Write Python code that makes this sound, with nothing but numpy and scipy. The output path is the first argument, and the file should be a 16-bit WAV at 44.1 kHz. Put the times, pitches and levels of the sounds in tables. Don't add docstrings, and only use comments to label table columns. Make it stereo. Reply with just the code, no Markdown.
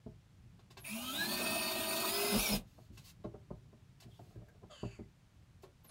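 import sys
import numpy as np
from scipy import signal
from scipy.fft import rfft, irfft
from scipy.io import wavfile
from scipy.ndimage import uniform_filter1d

SR = 44100
rng = np.random.default_rng(int(sys.argv[2]) if len(sys.argv) > 2 else 0)


def wrap_up_sound(samples):
    columns = np.atleast_2d(samples).T
    tamed = np.clip(columns, -1, 1)
    steps = np.round(tamed * 32767).astype(np.int16)
    wavfile.write(sys.argv[1], SR, steps)


N = 260537
T = np.arange(N) / SR
HZ = np.fft.rfftfreq(N, 1 / SR)

RUN_START_S, RUN_LENGTH_S, BRAKE_DB_PER_S = 0.828, 1.729, 660
BITE_LENGTH_S, PUSH_S, PUSH_RISE_S, THROUGH_S = 0.55, 1.9, 0.054, 2.38
START_HZ, CRUISE_HZ, GEAR_RATIO = 152.9, 376.6, 15.5
SQUEAK_S, SQUEAK_ATTACK_S = 4.694, 0.018
LOW_CUT_HZ, HIGH_CUT_HZ = 28, 15800

# t/s, target/Hz, lag/s
SPEED_STEPS = [(.83, 285.4, 0.16), (1.12, 369.1, 0.089), (1.63, 373.2, 0.061), (2.06, 411.5, 0.076),
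               (2.38, 537.8, .035), (2.42, 385.7, 0.11)]
# order (multiple of motor speed), level/dB, offset before the bite/dB
GEAR_TONES = [(7.91, -14.5, -17), (9.95, -16, 6.5), (11.91, -1, 4.5), (12.66, 0, -2.5), (15.05, -10.5, -6),
              (22.1, -17, 12), (23.68, -6.5, 2), (24.93, 0, 5), (36.55, -6, -4), (39, -6, -1)]
# t/s, flutter/fraction of speed, gain above order 20/dB
GEAR_MESH = [(0.85, 0.008, -12), (1.33, 0.0057, -6.5), (1.45, 0.003, -2), (1.59, 0.0033, 1),
             (1.64, 0.0062, -6.5), (1.82, 0.0061, -2), (1.89, 0.0059, 2.5), (1.99, 0.0075, -8),
             (2.051, 0.0068, 0.5), (2.32, 0.006, 0.5), (2.43, 0.01, -8.5)]
# order, level/dB
PLANET_TONES = [(0.87, -52.5), (1.74, -48), (2.6, -56.5), (3.25, -54.5), (3.46, -59.5)]
# f/Hz, width/Hz, lift/dB
BODY_MODES = [(213.5, 37, 17.5), (690, 70, 6.5), (803, 32, 7), (996, 43, 6), (1190, 220, 7.5),
              (1557, 220, 10.5), (2497, 150, 8), (3650, 290, 5)]
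# f/Hz, width/Hz, lift/dB
HOUSING_MODES = [(221, 39, 9.5), (270, 35, 1.5), (407, 19, 10), (1295, 130, 19), (1662, 140, 23),
                 (2060, 140, 11.5), (2300, 150, 12)]
# f/Hz, width/Hz, lift/dB
GEAR_CASE_MODES = [(3900, 420, 8), (5080, 110, 9.5), (5960, 720, 0), (9100, 800, 7), (9900, 303, 9.5),
                   (10970, 650, 14.5), (11800, 500, 8.5), (14380, 400, 2.5)]
# f/Hz, width/Hz, lift/dB
CHUCK_MODES = [(2557, 100, 14.5)]
# f/Hz, level/dB
CUTTING_SPECTRUM = [(20, -30.5), (60, -43.5), (150, -7), (400, 5.5), (500, -8.5), (600, 6), (1300, -2),
                    (1900, -8.5), (2400, 3.5), (4200, 4.5), (5200, -1.5), (6100, -6), (6900, 1),
                    (7500, -0.5), (8400, 0.5), (10000, 0), (12300, -4.5), (14000, -1.5)]
# f/Hz, level/dB
GRIT_SPECTRUM = [(3000, -51), (5000, -2.5), (6200, 1.5), (6900, 8), (7500, -4), (8400, 5.5), (10500, 2),
                 (11100, 2), (12300, 0), (13500, 3), (14400, 4.5), (14800, -1.5), (15200, -5), (16000, 0.5)]
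# t/s, initial f/Hz, level/dB
TRIGGER_PRESSES = [(0.774, 13140, -62), (5.832, 13360, -63)]
# t/s, length/s, level/dB
BIT_CATCHES = [(2.307, 0.054, -32.5), (2.477, 0.068, -35.5)]
# t/s, length/s, level/dB, f/Hz, width/Hz
CHIP_BREAKS = [(1.04, 0.71, -49.5, 215, 90), (1.261, 0.043, -55, 270, 200), (1.388, 0.052, -45, 400, 900),
               (1.499, 0.046, -43, 220, 90), (1.549, 0.035, -42, 690, 260), (1.785, 0.034, -45.5, 230, 90),
               (2.02, 0.044, -44.5, 1100, 500)]
# f/Hz, level/dB, t60/s
SHEET_MODES = [(118.7, -1, 0.13), (150.3, -4, 0.17), (188, -0.5, 0.12), (226.7, -7, 0.13),
               (324.7, -11.5, 0.19), (394.5, -2.5, 0.13), (587.6, -7.5, 0.14), (628, -14, 0.15),
               (802, -20, 0.11), (1043, -5, 0.039)]
# t/s, level/dB, hardness/dB, favoured f/Hz, pitch factor
WALL_BUMPS = [(0.059, -37, -3, 200, 1.08), (2.777, -51.5, 12.5, 400, 1.08), (2.9, -47, -20, 210, 0.93),
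              (3.242, -31.5, 4, 400, 1.03), (3.338, -39, 6, 397, 1.015), (3.503, -32, 0, 556, 0.98),
              (3.725, -51.5, 5, 417, 0.99), (4.053, -46.5, -6, 400, 0.99), (4.188, -43.5, 9.5, 400, 0.98),
              (4.354, -41, -11, 395, 0.97), (4.414, -50.5, 5, 600, 1.02), (4.629, -44.5, 6.5, 500, 0.98),
              (4.828, -27.5, 2.5, 587, 1), (4.987, -36.5, -2, 210, 1)]
# t/s, length/s, level/dB
WALL_SLIDES = [(2.62, 0.29, -72.5), (2.907, 0.15, -68), (3.03, 0.09, -56.5), (4.04, 0.35, -73)]
# f/Hz, level/dB
SLIDE_SPECTRUM = [(500, -8), (1500, -1), (4000, 10.5), (16000, 1)]
# f/Hz, width/Hz, level/dB
SQUEAK_MODES = [(1770, 1200, -4), (4580, 240, -4), (7000, 1400, -5), (9550, 1100, -14)]
# t/s, length/s, level/dB
FINGER_TOUCHES = [(4.09, 0.11, -68.5)]
# t/s, length/s, level/dB
GRIP_SHIFTS = [(4.03, 0.082, -71), (4.2, 0.42, -66.5), (4.61, 0.037, -63)]
# t/s, level/dB, tilt/(dB/octave)
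PLASTIC_CLICKS = [(0.591, -63.5, -0.5), (0.704, -57.5, 3), (0.77, -49, 1), (2.973, -52.5, 3.5),
                  (3.239, -58, -2.5), (4.001, -56, 6), (4.021, -58, 3), (5.622, -61.5, 9),
                  (5.633, -51.5, -4), (5.845, -61, -1.5), (5.891, -58.5, 1.5)]
# f/Hz, level/dB
CLICK_SPECTRUM = [(200, 0.5), (450, 4.5), (2200, -4.5), (3800, -1), (7500, -11.5), (16000, -26)]
# t/s, f/Hz, level/dB
NAIL_TAPS = [(4.307, 1280, -61), (4.357, 1630, -61), (4.485, 1626, -53)]
# f/Hz, level/dB
BACKGROUND_SPECTRUM = [(20, -13), (50, -10.5), (115, -5), (170, -10), (250, -20), (420, -24), (700, -23.5),
                       (3000, -27.5), (7000, -33.5), (16000, -45)]
# f/Hz, t60/s
ROOM_DECAY = [(100, 0.27), (400, 0.25), (1500, 0.14), (6000, 0.1), (15000, 0.097)]
# f/Hz, correlation
STEREO_COHERENCE = [(100, 0.98), (600, 0.62), (1200, 0.34), (4000, 0.089)]
# f/Hz, level/dB
STEREO_BALANCE = [(250, -0.5), (600, -0.2), (4500, 0.4), (8500, 1.5), (14000, 4)]


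def motor_speed():
    speed_hz = np.full(N, START_HZ)
    for at_s, target_hz, lag_s in SPEED_STEPS:
        gap_hz = speed_hz[round(at_s * SR)] - target_hz
        speed_hz = np.where(T < at_s, speed_hz, target_hz + gap_hz * np.exp(-since(at_s) / lag_s))
    return speed_hz


def run_gain(speed_hz, cruise_db, db_per_octave=0, push_db=0):
    effort_db = db_per_octave * np.log2(speed_hz / CRUISE_HZ) + push_db * ramp(PUSH_S, PUSH_RISE_S)
    return amp(cruise_db + effort_db) * envelope(RUN_START_S, RUN_LENGTH_S, 0.022, BRAKE_DB_PER_S)


def bit_load():
    return ramp(RUN_START_S, BITE_LENGTH_S) - ramp(THROUGH_S, 0.042)


def order_tone(turns, speed_hz, order, roughness):
    tone = np.cos(2 * np.pi * (order * turns + rng.random()) + roughness * drift(61))
    shimmer = (1 + roughness * drift(45)) * amp(roughness * 9.1 * drift(14))
    return np.sqrt(2) * tone * shimmer * (order * speed_hz < HIGH_CUT_HZ)


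def motor_whine(speed_hz, turns):
    mesh_s, mesh_flutter, mesh_db = np.transpose(GEAR_MESH)
    flutter = np.interp(T, mesh_s, mesh_flutter) * drift(129.3)
    upper_db = np.interp(T, mesh_s, mesh_db)
    wobble = (0.0011 + 0.0055 * ramp(PUSH_S, PUSH_RISE_S)) * np.sin(2 * np.pi * turns / GEAR_RATIO)
    shaky_turns = turns + np.cumsum(speed_hz * (flutter + wobble)) / SR
    fan = amp(lift_db(5 * speed_hz, HOUSING_MODES)) * order_tone(shaky_turns, speed_hz, 5, 0.15)
    unloaded = 1 - ramp(RUN_START_S + 0.75 * BITE_LENGTH_S, 0.13)
    gears, rasp = np.zeros((2, N))
    for order, db, unloaded_db in GEAR_TONES:
        tooth_db = db + unloaded_db * unloaded + upper_db * (order > 20)
        case_db = lift_db(order * speed_hz, BODY_MODES) + lift_db(order * speed_hz, GEAR_CASE_MODES)
        gears += amp(tooth_db + case_db) * order_tone(shaky_turns, speed_hz, order, roughness=0.18)
    for order in range(14, 56):
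        hz = order * speed_hz
        gain = amp(log_interp(GRIT_SPECTRUM, hz) + 3 * surges()) * (hz < HIGH_CUT_HZ)
        rasp += gain * np.cos(2 * np.pi * (order * shaky_turns + rng.random()))
    fan *= run_gain(speed_hz, -60.5, db_per_octave=14.5)
    gears *= run_gain(speed_hz, -48, db_per_octave=8.5, push_db=3) * unit(amp(1.94 * surges()))
    rasp = unit(rasp) * run_gain(speed_hz, -53, db_per_octave=5.5)
    return envelope(RUN_START_S, 1.72, 0.069, BRAKE_DB_PER_S) * (fan + gears + rasp)


def grinding(speed_hz, turns):
    swell_db = 1.12 * (np.cos(2 * np.pi * turns / GEAR_RATIO) + drift(54))
    bunching = (1 + 0.039 * np.cos(2 * np.pi * turns)) * amp(swell_db)

    def impacts(spectrum_db, spread_db):
        grains = noise() * amp(spread_db * np.minimum(rng.exponential(1, N), 4))
        return colour(grains * bunching, spectrum_db)
    cut = flicker(impacts(log_interp(CUTTING_SPECTRUM, HZ) + lift_db(HZ, BODY_MODES), spread_db=3))
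    grit = impacts(log_interp(GRIT_SPECTRUM, HZ), spread_db=1.5)
    lows = irfft(rfft(cut) / (1 + (HZ / 1700) ** 8), N)
    low_gain = (0.59 + 0.41 * bit_load()) * amp(drift(12))
    cut = (cut - lows + low_gain * lows) * run_gain(speed_hz, -39, db_per_octave=11)
    return cut + grit * run_gain(speed_hz, -46.5, db_per_octave=5.5, push_db=4)


def shaft_hum(speed_hz, turns, roughness=0.09):
    shaft = order_tone(turns, speed_hz, 0.997, roughness) * amp(lift_db(speed_hz, HOUSING_MODES))
    shaft *= run_gain(speed_hz, -52.5, push_db=2.5) * ramp(0.885, 0.038)
    shaft *= 1 - 0.5 * ramp(THROUGH_S, 0.038)
    planets = sum(amp(db) * order_tone(turns, speed_hz, order, roughness) for order, db in PLANET_TONES)
    return shaft + planets * ramp(1.03, 0.892) * bit_load()


def chuck_ring(speed_hz, turns, order=7):
    contact = (1 + np.tanh(3 * (drift(32) + 0.9))) / 2
    chatter = 1 + 0.3 * drift(90)
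    tone = order_tone(turns, speed_hz, order, roughness=0.064)
    gain = run_gain(speed_hz, -56.5) * amp(lift_db(order * speed_hz, CHUCK_MODES))
    return gain * ramp(1.1, 0.44) * bit_load() * contact * chatter * tone


def gear_kick():
    rattle = resonate(noise() * amp(2.5 * drift(120)), hz=2500, width_hz=170)
    return amp(-46.5) * envelope(0.843, 0.02, 0.0043, fall_db_per_s=134) * rattle


def trigger_whistle(slack_s=0.0078, travel_s=0.076, low_hz=9220, settled_hz=10600):
    out = np.zeros(N)
    for at_s, first_hz, db in TRIGGER_PRESSES:
        travel = ramp(at_s + slack_s, travel_s - slack_s)
        recovery = 1 - np.exp(-since(at_s + travel_s) / 0.05)
        hz = first_hz + (low_hz - first_hz) * travel + (settled_hz - low_hz) * recovery
        flare_db = 12.5 * np.exp(-np.abs(T - at_s - travel_s) / 0.0089)
        gain = amp(db + flare_db + 10.5 * travel ** 4 + 4.8 * drift(70))
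        gain *= envelope(at_s, travel_s, 0.01, fall_db_per_s=49)
        out += gain * np.sqrt(2) * np.sin(phase_rad(hz * (1 + 0.027 * drift(473))))
    return out


def judder(shake_hz=208, shove_delay_s=0.02):
    shake = np.sqrt(2) * np.sin(phase_rad(shake_hz * (1 + 0.075 * drift(37))))
    rattle = amp(-6.5) * resonate(noise(), 480, 620)
    shove = amp(-7) * resonate(noise(), 40, 21.5) + amp(-11) * resonate(noise(), 130.4, 67)
    force = sum(amp(db) * envelope(at_s, length_s, 0.048, fall_db_per_s=333.5)
                for at_s, length_s, db in BIT_CATCHES)
    return force * (shake + rattle) + shove * np.interp(T - shove_delay_s, T, force)


def crunches():
    return sum(strokes([(at_s, length_s, db)]) * resonate(noise(), hz, width_hz)
               for at_s, length_s, db, hz, width_hz in CHIP_BREAKS)


def sheet_ring(t, swell, hardness_db, favoured_hz, tuning, decay_scale=0.67):
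    modes = np.zeros(len(t))
    for hz, db, t60_s in SHEET_MODES:
        spot_db = 2.5 * rng.standard_normal() + 4 * np.exp(-(np.log2(hz / favoured_hz) / 0.47) ** 2)
        treble_db = hardness_db * np.clip(hz / 620 - 0.48, 0, 1)
        gain = amp(db + spot_db + treble_db - 60 * t / (decay_scale * t60_s))
        modes += swell * gain * np.sin(2 * np.pi * (hz * tuning * t + rng.random()))
    return modes / np.abs(modes).max()


def bumps(rise_s=0.0066, rebound_s=0.018, rebound_db=-8.5):
    out, t = np.zeros(N), T[:SR // 2]
    swell = 1 - np.exp(-(t / rise_s) ** 2)
    slap_band = signal.butter(3, [300, 1000], "band", fs=SR, output="sos")
    for at_s, db, hardness_db, favoured_hz, tuning in WALL_BUMPS:
        air = unit(signal.sosfilt(slap_band, noise(len(t))))
        slap = amp(-13 + hardness_db - 60 * t / 0.078) * air
        wall = np.sin(2 * np.pi * 55 * t) + np.sin(2 * np.pi * 110 * t)
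        thud = amp(-17 - 0.59 * hardness_db - 60 * t / 0.46) * wall
        ring = sheet_ring(t, swell, hardness_db - 0.5, favoured_hz, tuning)
        rebound = sheet_ring(t, swell, hardness_db - 20, favoured_hz, tuning)
        add(out, at_s, amp(db) * (ring + swell * (slap + thud)))
        add(out, at_s + rebound_s, amp(db + rebound_db) * rebound)
    return out


def finger_squeak(start_hz=3300, sag_hz_per_s=3800):
    slips = noise() * amp(2 * drift(95))
    landing = strokes(FINGER_TOUCHES) * resonate(slips, 3360, 390)
    hz = np.maximum(start_hz - sag_hz_per_s * since(SQUEAK_S), start_hz / 2)
    broad = resonate(slips, hz, width_hz=900)
    broad += sum(amp(db) * resonate(slips, mode_hz, width_hz) for mode_hz, width_hz, db in SQUEAK_MODES)
    broad *= amp(-58.5 - 30 * since(SQUEAK_S)) * envelope(SQUEAK_S, 0.24, SQUEAK_ATTACK_S, 170)
    core = amp(-60) * envelope(SQUEAK_S, 0.026, SQUEAK_ATTACK_S, 86) * resonate(slips, hz, width_hz=160)
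    return landing + broad + core


def finger_chirp(start_hz=643, sag_hz_per_s=1460):
    hz = np.maximum(start_hz - sag_hz_per_s * since(SQUEAK_S), start_hz / 2)
    phase = phase_rad(hz * (1 + 0.045 * drift(203)))
    gain = amp(-52.5) * envelope(SQUEAK_S, 2 * SQUEAK_ATTACK_S, SQUEAK_ATTACK_S, fall_db_per_s=381)
    return gain * (np.sin(phase) + 0.56 * np.sin(2 * phase))


def clicks(t60_s=0.091, attack_s=0.000073):
    out, t = np.zeros(N), T[:4096]
    hz = np.fft.rfftfreq(len(t), 1 / SR)
    for at_s, db, tilt_db_per_octave in PLASTIC_CLICKS:
        spectrum_db = log_interp(CLICK_SPECTRUM, hz) + tilt_db_per_octave * np.log2((hz + 100) / 3000)
        burst = colour(noise(len(t)), spectrum_db)
        add(out, at_s, burst * amp(db + 3 - 60 * t / t60_s) * (1 - np.exp(-t / attack_s)))
    return out


def nail_taps(t60_s=0.025):
    out, t = np.zeros(N), T[:4096]
    for at_s, hz, db in NAIL_TAPS:
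        snap = amp(-9 - 2000 * t) * noise(len(t))
        add(out, at_s, amp(db - 60 * t / t60_s) * (np.sin(2 * np.pi * hz * t) + snap))
    return out


def sheet_slides():
    return strokes(WALL_SLIDES) * colour(noise(), log_interp(SLIDE_SPECTRUM, HZ))


def palm_drag():
    drag = noise() * amp(4.5 * drift(45))
    modes = sum(amp(db) * resonate(drag, hz, width_hz=160) for hz, db, _ in SHEET_MODES[3:8])
    return strokes(GRIP_SHIFTS) * unit(modes)


def background(rumble_db=-63, hiss_db=-73):
    def band(share):
        spectrum_db = log_interp(BACKGROUND_SPECTRUM, HZ) + 10 * np.log10(share + 1e-12)
        return stereo_pair(colour(noise(), spectrum_db), colour(noise(), spectrum_db))
    low_share = 1 / (1 + (HZ / 330) ** 6)
    moving = ramp(0.07, 0.66) - ramp(4.47, 0.084)
    rumble = amp(rumble_db + 3 * moving + 2 * drift(16.5)) * band(low_share)
    return rumble + amp(hiss_db) * band(1 - low_share)


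def room(x, wet_db, early_db=3, early_s=0.0041, left_lag_s=0.00006):
    t = T[:SR // 2]
    taps = noise((2, len(t))) * (t > 0.002) * (1 + amp(early_db) * np.exp(-t / early_s))
    hz, frame_s, bands = signal.stft(taps, SR, nperseg=256)
    decay = amp(-60 * frame_s / log_interp(ROOM_DECAY, hz)[:, None])
    tail = signal.istft(bands * decay, SR, nperseg=256)[1]
    wet = signal.fftconvolve(x[None], tail / np.linalg.norm(tail[0]), axes=1)[:, :N]
    direct = rfft(x) * np.exp(-2j * np.pi * HZ * np.array([[left_lag_s], [0]]))
    wet_gain = amp(wet_db) * (HZ + 200) / (HZ + 900)
    mix = (direct + wet_gain * rfft(stereo_pair(*wet))) / np.sqrt(1 + wet_gain ** 2)
    balance = amp(log_interp(STEREO_BALANCE, HZ) * np.array([[0.5], [-0.5]]))
    return irfft(mix * balance, N)


def stereo_pair(a, b):
    coherence = log_interp(STEREO_COHERENCE, HZ)
    left = rfft(a)
    right = coherence * left + np.sqrt(1 - coherence ** 2) * rfft(b)
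    return irfft(np.array([left, right]), N)


def amp(db):
    return 10 ** (np.asarray(db) / 20)


def unit(x):
    return x / np.sqrt(np.mean(np.abs(x) ** 2) + 1e-20)


def noise(shape=N):
    return rng.standard_normal(shape)


def phase_rad(hz):
    return 2 * np.pi * np.cumsum(hz) / SR


def log_interp(points, hz):
    point_hz, values = np.transpose(points)
    return np.interp(np.log(hz + 1), np.log(point_hz + 1), values)


def add(mix, at_s, sound):
    part = mix[round(at_s * SR):][:len(sound)]
    part += sound[:len(part)]


def drift(rate_hz):
    return unit(irfft(rfft(noise()) / (1 + (HZ / rate_hz) ** 4), N))


def surges(count=150):
    return np.interp(T, np.linspace(0, T[-1], count), noise(count))


def flicker(x, depth_db=3.5):
    bands = signal.stft(x, nperseg=512)[2]
    patches = uniform_filter1d(noise(bands.shape), size=4, axis=0)
    patches = uniform_filter1d(patches, size=6, axis=1)
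    return unit(signal.istft(bands * amp(depth_db * unit(patches)), nperseg=512)[1][:N])


def colour(x, spectrum_db):
    return unit(irfft(rfft(x) * amp(spectrum_db), len(x)))


def resonate(x, hz, width_hz):
    carrier = np.exp(1j * phase_rad(hz * np.ones(N)))
    pole = np.exp(-np.pi * width_hz / SR)
    return unit((carrier * signal.lfilter([1], [1, -2 * pole, pole * pole], x / carrier)).real)


def lift_db(hz, modes):
    excess = sum((amp(db) ** 2 - 1) / (1 + (2 * (hz - mode_hz) / width_hz) ** 2) ** 2
                 for mode_hz, width_hz, db in modes)
    return 10 * np.log10(1 + excess)


def since(at_s):
    return np.maximum(T - at_s, 0)


def ramp(at_s, length_s):
    return np.minimum(since(at_s) / length_s, 1)


def envelope(at_s, length_s, attack_s, fall_db_per_s):
    return ramp(at_s, attack_s) * amp(-fall_db_per_s * since(at_s + length_s))


def strokes(rows):
    out = np.zeros(N)
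    for at_s, length_s, db in rows:
        add(out, at_s, amp(db) * signal.windows.tukey(int(length_s * SR), 0.5))
    return out


def scene():
    speed_hz = motor_speed()
    turns = np.cumsum(speed_hz) / SR
    whine = room(motor_whine(speed_hz, turns), wet_db=-2)
    drill = room(trigger_whistle() + gear_kick() + amp(-2.5) * grinding(speed_hz, turns), wet_db=4)
    bit = room(amp(-1) * grinding(speed_hz, turns), wet_db=2.5)
    near = room(shaft_hum(speed_hz, turns) + chuck_ring(speed_hz, turns) + judder(), wet_db=-11)
    sheet = room(bumps() + palm_drag() + crunches() + finger_chirp(), wet_db=-2)
    touches = room(clicks() + nail_taps() + finger_squeak() + sheet_slides(), wet_db=7.5)
    return whine + drill + bit + near + sheet + touches + background()


def record(dry):
    low_cut = signal.butter(4, LOW_CUT_HZ, "high", fs=SR, output="sos")
    high_cut = signal.firwin(511, HIGH_CUT_HZ, window=("kaiser", 9), fs=SR)
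    faded = dry * ramp(0, 0.0011) ** 2
    return signal.oaconvolve(signal.sosfilt(low_cut, faded), high_cut[None], "same")


dry = scene()
out = record(dry)
wrap_up_sound(out)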